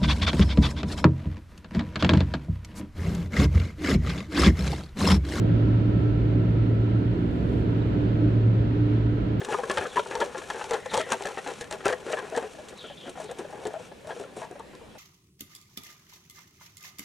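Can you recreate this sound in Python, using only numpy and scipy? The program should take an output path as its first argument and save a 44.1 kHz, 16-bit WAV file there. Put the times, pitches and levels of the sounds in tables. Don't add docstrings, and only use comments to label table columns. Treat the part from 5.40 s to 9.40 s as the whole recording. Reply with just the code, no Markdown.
import sys
import numpy as np
from scipy.fft import rfft, irfft, next_fast_len
from scipy.io import wavfile
from scipy.ndimage import map_coordinates

SR = 44100
rng = np.random.default_rng(int(sys.argv[2]) if len(sys.argv) > 2 else 0)


def materialize(psi):
    bounded = np.clip(np.atleast_2d(psi).T, -1, 1)
    quanta = np.round(bounded * 32767).astype(np.int16)
    wavfile.write(sys.argv[1], SR, quanta)


N = 176400

# t/s, level/dB
HUM_LEVEL = [(0, -24.5), (.15, -20.5), (.7, -24), (1.15, -22.5), (1.6, -23), (1.85, -33), (2.05, -34.5),
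             (2.35, -26.5), (2.55, -29), (2.8, -24), (3.12, -18.5), (3.3, -25.5), (3.45, -22), (3.65, -23),
             (3.87, -30.5), (4, -26)]
DRONE_LEVEL = [(0, -35.5), (.28, -31.5), (.55, -32.5), (.85, -33), (1.1, -36.5), (1.55, -35.5),
               (2.1, -40.5), (2.5, -31), (2.9, -30), (3.1, -40), (3.25, -38), (3.45, -28), (3.7, -32),
               (4, -39)]
# t/s, f/Hz
DRONE_PITCH = [(0, 297.7), (1.4, 298.9), (1.85, 292), (2.3, 292.4), (2.65, 299), (4, 299.4)]
# f/Hz, level/dB
MACHINE_TONES = [(56.3, -40.5), (120.6, -38), (176, -42.5), (188, -43.5), (244, -45), (324.5, -44.5),
                 (371, -45), (423, -49), (616, -60)]
# f/Hz, relative level/dB
RUMBLE_MID_EQ = [(20, -34.5), (30, -10), (42, -5.5), (54, 1.5), (68, 0.5), (88, -2), (115, -2.5), (140, -1),
                 (175, 1), (220, -4), (255, -3), (310, -4), (400, -12.5), (480, -13.5), (620, -18.5),
                 (760, -28), (1100, -73)]
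RUMBLE_SIDE_EQ = [(20, -38), (55, 6.5), (120, 10.5), (200, 3.5), (260, 8), (310, 7), (380, 4), (620, 2),
                  (800, -6), (1200, -51)]
# t/s, level/dB
RUMBLE_LEVEL = [(0, -23.5), (.5, -26.5), (1.2, -27), (1.8, -28.5), (2.4, -26.5), (2.85, -26), (3.4, -29),
                (4, -27.5)]
BOOM_LEVEL = [(0, -53), (.9, -48), (1.5, -40), (2.1, -42), (2.7, -41.5), (3.2, -38.5), (4, -45)]
# f/Hz, relative level/dB
AIR_MID_EQ = [(300, -18), (750, -1.5), (980, 2), (1150, -6.5), (1340, 1), (1600, -2), (2100, -4.5),
              (3000, -9.5), (4300, -14.5), (5100, -24), (6500, -30), (7300, -32), (8700, -39), (9300, -51),
              (13000, -46), (15500, -48)]
AIR_SIDE_EQ = [(300, -16.5), (750, 3), (880, -1), (980, 4), (1100, -3), (1400, -1.5), (1650, -3.5),
               (2100, -13.5), (3100, -10), (4300, -20), (5100, -26), (6500, -33), (7300, -38),
               (8700, -41.5), (9300, -52.5), (13000, -45.5), (15500, -48)]
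# t/s, level/dB
AIR_LEVEL = [(0, -47.5), (.7, -49), (1.4, -49.5), (1.9, -49.5), (2.5, -48.3), (3.1, -49), (4, -49.5)]
WHINE_LEVEL = [(0, -61), (.45, -53), (1.1, -60.5), (1.45, -55.5), (1.9, -72.5), (2.6, -60.5), (3.4, -67),
               (4, -62)]
HISS_LEVEL = [(0, -95), (1.2, -91.5), (1.7, -81.5), (1.9, -75), (2.075, -74), (2.09, -70.5), (2.13, -72.5),
              (2.18, -69), (2.27, -80.5), (2.7, -90.5), (4, -96.5)]
# f/Hz, relative level/dB
HISS_EQ = [(3000, -27), (5500, -4), (7300, 3.5), (9500, -2), (14000, -4.5), (16000, -12)]
# t/s, f/Hz, level/dB
SQUEAKS = [(2.42, 3860, -52)]
# f/Hz, left minus right level/dB
BALANCE = [(30, -0.7), (70, -2.2), (120, -0.9), (200, -1.5), (300, -4.5), (550, 0), (1000, -1.4),
           (2000, -3), (2800, -4.5), (4200, 0.5), (6000, 0), (8500, -5.5), (14000, -2.5)]

HUM_HZ, TOP_HZ = 112.12, 15700
DRONE_FLUTTER_DB, TONE_WAVER_DB = 2.5, 3
RUMBLE_SIDE_DB, AIR_MID_DB, AIR_SIDE_DB, FLOOR_DB = -10, .5, 3.5, -91


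def engines():
    hum = amp(curve(HUM_LEVEL)) * tone(HUM_HZ, drift_hz=.25)
    drone_gain = amp(curve(DRONE_LEVEL) + DRONE_FLUTTER_DB * wobble(13))
    drone = drone_gain * tone(curve(DRONE_PITCH), drift_hz=2.2)
    machinery = sum(amp(db + TONE_WAVER_DB * wobble(4)) * tone(hz, drift_hz=1.224)
                    for hz, db in MACHINE_TONES)
    return hum + machinery + drone


def cabin_rumble():
    body = stereo(noise(RUMBLE_MID_EQ), amp(RUMBLE_SIDE_DB) * noise(RUMBLE_SIDE_EQ))
    gain = amp(curve(RUMBLE_LEVEL) + .7 * wobble(8.1))
    boom = amp(curve(BOOM_LEVEL)) * resonance(hz=392, half_width_hz=28)
    return gain * body + boom


def ventilation():
    air = stereo(amp(AIR_MID_DB) * noise(AIR_MID_EQ), amp(AIR_SIDE_DB) * noise(AIR_SIDE_EQ))
    gain = amp(curve(AIR_LEVEL) + .37 * wobble(12))
    whine = amp(curve(WHINE_LEVEL)) * resonance(hz=1327, half_width_hz=42)
    return gain * air + whine


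def passing_hiss():
    grain_db = 2 * wobble(150)
    return amp(curve(HISS_LEVEL) + grain_db) * np.array([noise(HISS_EQ), noise(HISS_EQ)])


def squeak(half_width_s=.004):
    t = np.arange(N) / SR
    return sum(amp(db) * np.exp(-((t - at) / half_width_s) ** 2) * resonance(hz, half_width_hz=180)
               for at, hz, db in SQUEAKS)


def tone(hz, drift_hz):
    turns = np.cumsum(hz + drift_hz * wobble(5)) / SR + rng.random()
    return np.sqrt(2) * np.sin(2 * np.pi * turns)


def noise(eq):
    return unit(filtered(rng.standard_normal(N), lambda hz: amp(eq_at(eq, hz))))


def resonance(hz, half_width_hz):
    return unit(filtered(rng.standard_normal(N), lambda f: 1 / (1 + ((f - hz) / half_width_hz) ** 2)))


def filtered(x, response):
    edge = SR // 4
    padded = np.pad(x, [(0, 0)] * (x.ndim - 1) + [(edge, edge)], mode="reflect")
    size = next_fast_len(N + 2 * edge)
    spectrum = rfft(padded, size) * response(np.fft.rfftfreq(size, 1 / SR))
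    return irfft(spectrum, size)[..., edge:edge + N]


def eq_at(eq, hz):
    f, db = np.transpose(eq)
    return np.interp(np.log(hz + 1), np.log(f + 1), db)


def curve(rows):
    return np.interp(np.arange(N) / SR, *np.transpose(rows))


def wobble(rate):
    return map_coordinates(rng.standard_normal(1024), [np.arange(N) * rate / SR + 2], mode="wrap")


def stereo(mid, side):
    return np.array([mid + side, mid - side])


def amp(db):
    return 10 ** (np.asarray(db) / 20)


def unit(x):
    return x / np.sqrt(np.mean(x ** 2) + 1e-20)


def scene():
    cabin = engines() + cabin_rumble() + ventilation() + passing_hiss() + squeak()
    return filtered(cabin, lambda hz: amp(np.outer([.5, -.5], eq_at(BALANCE, hz))))


def record(dry):
    self_noise = amp(FLOOR_DB) * rng.standard_normal((2, N))
    return filtered(dry + self_noise, lambda hz: hz < TOP_HZ)


dry = scene()
out = record(dry)
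materialize(out)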